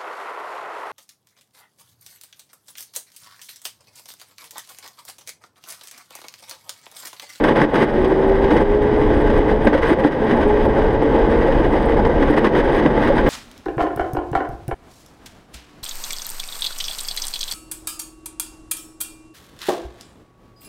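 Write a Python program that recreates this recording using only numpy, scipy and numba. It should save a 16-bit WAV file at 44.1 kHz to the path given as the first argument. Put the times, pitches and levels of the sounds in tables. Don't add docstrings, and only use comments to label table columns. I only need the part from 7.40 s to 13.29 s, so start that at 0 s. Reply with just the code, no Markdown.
import sys
import numpy as np
from scipy import signal
from scipy.fft import rfft, irfft
from scipy.io import wavfile
from scipy.ndimage import uniform_filter1d
from numba import njit

SR = 44100
rng = np.random.default_rng(int(sys.argv[2]) if len(sys.argv) > 2 else 0)


def how_loud(loudness_db):
    steps = np.asarray(loudness_db, float) / 20
    return 10 ** steps


def pcm_store(signal):
    levels = np.round(np.clip(np.atleast_2d(signal), -1, 1) * 32767)
    wavfile.write(sys.argv[1], SR, levels.astype(np.int16).T)


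N = 259749


def level(x, db=0):
    return x * how_loud(db) / np.sqrt(np.mean(x ** 2))


def walk(rate_hz):
    k = int(SR / rate_hz)
    steps = np.repeat(rng.standard_normal(N // k + 1), k)
    return 1.07 * uniform_filter1d(uniform_filter1d(steps, k), k)[:N]


def colour(x, gain_db):
    size = 8192
    hz = np.arange(size // 2 + 1) * SR / size + 1
    cep = irfft(gain_db(hz) * np.log(10) / 20)
    cep[1:size // 2] *= 2
    cep[size // 2 + 1:] = 0
    return signal.fftconvolve(x, irfft(np.exp(rfft(cep))))[..., :N]


def body(modes, top_hz):
    def gain_db(hz):
        power = 0
        for f_hz, width_hz, db in modes:
            detune = (hz - f_hz * f_hz / hz) / width_hz
            power = power + how_loud(db) ** 2 / (1 + detune ** 2) ** 1.76
        return 10 * np.log10(power / (1 + (hz / top_hz) ** 8))
    return gain_db


def grit(scatter_db):
    size_db = scatter_db * np.minimum(rng.exponential(size=N), 5)
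    return level(rng.standard_normal(N) * how_loud(size_db))


def resonate(push, modes, top_hz, scatter_db):
    knocks, gain_db = grit(scatter_db), body(modes, top_hz)
    return colour(push * knocks, gain_db) / np.std(colour(knocks, gain_db))


# t/s, level/dB
COARSENESS = [(0, 4), (.5, 0), (.8, -1), (1.1, -1), (1.3, 1), (1.5, 2), (2.1, 4.5), (2.2, 0.5), (2.75, 0),
              (3.2, 0), (3.31, -4), (3.4, 2.5), (3.6, -7.5), (3.8, 2.5), (4.2, 3), (4.5, -3), (5.1, 0.5),
              (5.89, -1)]
# t/s, length/s, rattle rise/dB, roar rise/dB
ROUGH_PATCHES = [(0.042, 0.078, 8.5, 4.5), (0.161, 0.086, 10.5, 7), (0.341, .1, 12.5, 5.5),
                 (1.116, 0.11, 10, 7), (2.247, 0.084, 1.5, 2.5), (2.334, .04, 9, 3),
                 (2.424, 0.061, 11, 0.5), (2.497, 0.036, 13.5, 5.5), (2.597, 0.0084, 10, 1.5),
                 (2.644, 0.037, 11, 3.5), (2.899, 0.11, 4, 2.5), (3.016, 0.016, 5.5, -0.5),
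                 (3.259, 0.036, 2, 5.5), (3.407, 0.058, -2.5, 0), (3.775, 0.1, -1.5, -0.5),
                 (4.328, 0.044, 5, 3), (4.573, 0.024, 7, 5), (4.657, 0.018, 6, 5.5), (4.807, .03, 4.5, 2),
                 (4.877, 0.061, 5.5, 2), (4.977, 0.01, 15, 6), (5.045, 0.025, 10.5, 4.5),
                 (5.16, 0.045, 9.5, 3.5), (5.324, 0.074, 5.5, -0.5), (5.456, 0.0257, 4.5, 3),
                 (5.63, 0.057, 6.5, 0), (5.766, 0.041, 6.5, 1), (5.865, 0.052, 11, 5)]


def road():
    plain_roar_db, plain_rattle_db, plain_tick_db = -14.5, -32.5, -63.5
    rise_s, fall_s = 0.0098, 0.014
    t = np.arange(N) / SR
    coarse_db = np.interp(t, *np.transpose(COARSENESS))
    roar_db = plain_roar_db + 0.54 * coarse_db
    rattle_db = plain_rattle_db + coarse_db
    for s, length_s, rattle_up_db, roar_up_db in ROUGH_PATCHES:
        shape = np.interp(t, [s - rise_s, s, s + length_s, s + length_s + fall_s], [0, 1, 1, 0])
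        roar_db = roar_db + roar_up_db * shape
        rattle_db = rattle_db + rattle_up_db * shape
    tick_db = plain_tick_db + 0.946 * (rattle_db - plain_rattle_db)
    return roar_db, rattle_db, tick_db


def bursts(times_s, peaks_db, decay_s):
    rise_s = 0.0019
    out, u = np.zeros(N + 6000), np.arange(6000) / SR
    shape = np.exp(-u / decay_s) * (1 - np.exp(-u / rise_s))
    for s, gain in zip(times_s, how_loud(peaks_db)):
        out[int(s * SR):][:6000] += (gain * shape) ** 2
    return out[:N]


# t/s, rattle peak/dB, roar re rattle/dB, knock re rattle/dB
CASE_JOLTS = [(.038, -0.5, 2, -6), (0.0825, -1.5, -1.5, -8.5), (.163, -16.5, -3, -4.5),
              (0.215, -0.5, -0.5, -2), (.356, -3.5, -3, -2), (0.419, -2.5, 6.5, -24),
              (0.6447, -9.5, -2.5, -5), (1.04, -12.5, 12.5, -5), (1.104, -8, -1.5, -7.5),
              (1.1648, -1.5, 2.5, -16.5), (1.615, -16, -13, -9), (1.8986, -8.5, 8, -8),
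              (2.112, -11, 12, -9), (2.27, 0, 6, -4), (2.3411, -6.5, 10.5, -12), (2.376, -4.5, 1.5, -12),
              (2.4294, -5, 2.5, -4), (2.646, -13.5, 21.5, -13), (2.9095, -9.5, -0.5, -8),
              (3.0122, -15.5, -1, -5), (3.8427, -21, 12, -3), (4.65, -16, 1, 5.5), (4.8238, -10, -4, -2.5),
              (4.963, -11, -3, -8), (5.044, -6, -2, -3), (5.148, -10, -5, -4), (5.1844, -12, 0, -11),
              (5.46, -14, 13, 5.5), (5.672, -8.5, -8, -7), (5.778, -8, -3, -4)]
SMALL_BUMPS = [.717, .92, 1.314, 1.453, 1.986, 2.584, 2.839, 3.174, 3.25, 3.385, 3.621, 3.746, 3.914, 4.334,
               4.691, 4.78, 5.294, 5.576, 5.619, 5.876]
# t/s, peak level/dB
LATCH_TICKS = [(.0538, -38.5), (0.3476, -35.5), (.6779, -43), (0.874, -41.5), (1.274, -50), (1.428, -40),
               (1.567, -47.5), (1.658, -45.5), (1.808, -40), (1.978, -39), (2.248, -34.5), (2.485, -31.5),
               (2.842, -42), (3.0774, -39.5), (3.248, -39.5), (3.381, -46), (3.5274, -45), (3.6287, -42.5),
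               (3.7454, -45), (3.9025, -42.5), (4.2632, -50), (4.419, -41), (4.4548, -38), (4.4923, -42),
               (4.529, -48), (4.569, -44.5), (4.9046, -34), (5.358, -44), (5.61, -43.5), (5.87, -37.5)]


def jolt_powers():
    small = [(s, -20, 16.5, -3) for s in SMALL_BUMPS]
    s, db, roar_re_db, knock_re_db = np.transpose(np.vstack([CASE_JOLTS, small]))
    jolt_s, clack_s, knock_s = 0.013, 0.0072, 0.002
    knock = how_loud(5) * bursts(s, db + knock_re_db, knock_s)
    frame_power = bursts(s, db + roar_re_db - 6.5, 0.64 * jolt_s) + how_loud(5.5) * knock
    case_power = bursts(s, db - 10.5, jolt_s) + knock
    tick_s, tick_peak_db = np.hstack([np.transpose(LATCH_TICKS), [s, db - 31]])
    latch_power = bursts(tick_s, tick_peak_db - 10, clack_s)
    return frame_power, case_power, latch_power, how_loud(-23.5) * latch_power


# f/Hz, width/Hz, level/dB
FRAME_MODES = [
    (146.6, 42, -6),
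    (229, 62.6, -2.5),
    (297, 35, -2.5),
    (330.7, 100, -2),
    (411.6, 66, -3),
    (487, 85, -3),
    (546, 49, -4),
    (639, 240, -10),
    (848, 99, -7.5),
    (955, 173, -16),
]


def frame(push):
    return resonate(push, FRAME_MODES, 1960, 2.73)


# f/Hz, width/Hz, level/dB
CASE_MODES = [
    (1079, 340, 3.5),
    (1574, 254, 4),
    (1912, 360, 2.5),
    (2510, 340, -10.5),
    (2952, 250, -9),
    (3270, 430, -11.5),
    (3720, 480, -16.5),
    (4877, 820, -22),
    (6360, 660, -29),
]


def case(push):
    return resonate(push, CASE_MODES, 6550, 3.2)


# f/Hz, width/Hz, level/dB
LATCH_MODES = [
    (8370, 690, 5),
    (9550, 1400, -4),
    (10450, 690, -2),
    (11200, 670, -2.5),
    (12500, 900, -5.5),
    (13250, 500, -17),
    (13900, 500, -19),
]


def latch(push):
    return resonate(push, LATCH_MODES, 13800, 3.0)


# f/Hz, width/Hz, level/dB
PIN_MODES = [
    (11200, 400, -2),
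    (13250, 200, 8),
    (13900, 400, -13),
]


def pin(push):
    return resonate(push, PIN_MODES, 14000, 3.5)


def shaking(roar_db, rattle_db, tick_db):
    tremble = 0.15 * walk(18) + walk(60)
    roar = how_loud(roar_db - 2.15 + 0.12 * tremble)
    rattle = (how_loud(rattle_db - 2.5) + how_loud(-38)) * how_loud(1.8 * tremble)
    ticking = how_loud(tick_db - 1.5 + 1.5 * tremble + 1.7 * walk(90))
    tinkle = how_loud(tick_db - 14.5 + 2.2 * tremble + 3.4 * walk(110) + 3.5 * walk(9))
    steady = np.array([roar, rattle, ticking, tinkle])
    frame_push, case_push, latch_push, pin_push = np.sqrt(steady ** 2 + np.array(jolt_powers()))
    return frame(frame_push) + case(case_push) + latch(latch_push) + pin(pin_push)


# f/Hz, level/dB per Hz
WIND_SPECTRUM = [
    (8.8, -28),
    (15, -1),
    (34, 1.5),
    (102, -10),
    (130, -13.5),
    (170, -38.5),
    (290, -120),
]
# t/s, level/dB
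GUST_LEVELS = [(0, -23), (.4, -27), (.7, -25), (1.05, -21.5), (1.2, -19.5), (1.6, -18.5), (2.1, -15.5),
               (2.4, -20), (2.7, -28), (3.0, -23), (3.401, -19), (3.7, -24), (4.2, -16), (4.4, -23),
               (4.7, -20.5), (5.1, -26), (5.5, -23), (5.89, -20.5)]


def wind():
    gust_db = np.interp(np.arange(N) / SR, *np.transpose(GUST_LEVELS))
    hz, per_hz_db = np.transpose(WIND_SPECTRUM)
    swirl = colour(rng.standard_normal(N), lambda f: np.interp(np.log(f), np.log(hz), per_hz_db))
    return level(swirl) * how_loud(gust_db + 1.4 * walk(14))


# t/s, peak level/dB, f/Hz, t60/s
HELMET_BLOWS = [(0.037, 3.5, 323, .08), (.099, 3, 281, 0.074), (0.216, 3.5, 299, .15),
                (.359, -6.5, 434, 0.098), (0.426, 3, 368, 0.08), (1.108, -1.5, 305.5, 0.22),
                (1.159, -3.5, 311, 0.11), (1.618, -2, 304, 0.077), (2.27, 2.5, 308, .08),
                (2.346, 6.5, 544, .07), (2.428, 0.5, 458, 0.12), (2.514, 14.5, 351, 0.056),
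                (2.583, 2.5, 534, .06), (2.648, 11, 298, 0.062), (2.839, -10, 436, .09),
                (2.919, -3, 229, 0.11), (3.64, -4, 291.5, 0.17), (4.081, -2, 540, 0.12),
                (4.198, 5, 328, .085), (4.332, -4, 351, .07), (4.818, 0.5, 286, 0.1),
                (4.899, 2.5, 301, .07), (5.045, -6, 205, 0.17), (5.178, -13, 273, .09),
                (5.454, 5.5, 274, .045), (5.7, 0, 556, 0.081)]


def thuds():
    rise_s = 0.0063
    out, u = np.zeros(N + 9000), np.arange(9000) / SR
    for s, db, hz, t60_s in HELMET_BLOWS:
        ring = np.sin(2 * np.pi * (hz * u + rng.random()))
        ring *= np.exp(-np.log(1000) * u / t60_s) * (1 - np.exp(-u / rise_s))
        out[int(s * SR):][:9000] += how_loud(db - 3) * ring
    return out[:N]


def tone(pushes, waver, octave_db):
    t, hz, gain = np.arange(N) / SR, np.full(N, 400.), np.zeros(N)
    for push in pushes:
        s, f_hz, db = np.transpose(push)
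        on = (t >= s[0]) & (t < s[-1])
        hz[on] = np.interp(t[on], s, f_hz)
        gain[on] = how_loud(np.interp(t[on], s, db))
    gain = uniform_filter1d(gain, size=600) * how_loud(1.2 * walk(18) + 1.2)
    phase = 2 * np.pi * np.cumsum(hz * (1 + waver * walk(25))) / SR
    return np.sqrt(2) * gain * (np.sin(phase) + how_loud(octave_db) * np.sin(2 * phase))


# t/s, f/Hz, level/dB
PEDAL_PUSHES = [
    [(.52, 358, -25.5), (.59, 370, -15.5), (.72, 382, -20.5), (.92, 389, -18), (1.09, 397, -18.5),
     (1.11, 397, -34)],
    [(1.21, 402, -16.5), (1.35, 415, -14.5), (1.55, 422, -19.5), (1.7, 425, -22.5), (2.0, 427, -20),
     (2.28, 430, -30)],
    [(2.72, 415, -31.5), (2.82, 432, -21), (2.95, 445, -38)],
    [(3.05, 416, -18), (3.2, 423, -20), (3.4, 435, -23.5), (3.7, 450, -26), (4.0, 460, -21.5),
     (4.25, 457, -30)],
    [(4.42, 455, -26), (4.6, 452, -28.5), (4.72, 468, -24.5), (4.84, 474, -29)],
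]


def motor():
    return tone(PEDAL_PUSHES, 0.002, -20)


# t/s, f/Hz, level/dB
CHAIN_NOTE = [
    (1.58, 288.3, -30),
    (1.66, 297, -24),
    (1.9, 298, -23),
    (2.1, 306, -25),
    (2.22, 316, -37.5),
]


def chain():
    return tone([CHAIN_NOTE], 0.005, -24)


def scene():
    return (shaking(*road()) + wind() + thuds() + motor() + chain())[None]


@njit
def follow(x, rise, fall, start):
    out, e = np.empty(len(x)), start
    for i in range(len(x)):
        a = abs(x[i])
        e += (a - e) * (rise if a > e else fall)
        out[i] = e
    return out


def roll_off(x):
    return signal.sosfilt(signal.butter(12, 15010, fs=SR, output="sos"), x)


def record(dry):
    grab_s, let_go_s, hold_db, ratio = 0.006, 0.2, -10, 15
    full_scale, makeup_db = 1.01, 1.0
    loud = follow(dry[0], 1 / (grab_s * SR), 1 / (let_go_s * SR), 0.55)
    duck = np.minimum(how_loud(hold_db) / loud, 1) ** (1 - 1 / ratio)
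    mix = dry * duck * how_loud(makeup_db)
    mix = mix / (1 + np.abs(mix / full_scale) ** 6) ** (1 / 6)
    return roll_off(mix)


dry = scene()
out = record(dry)
pcm_store(out)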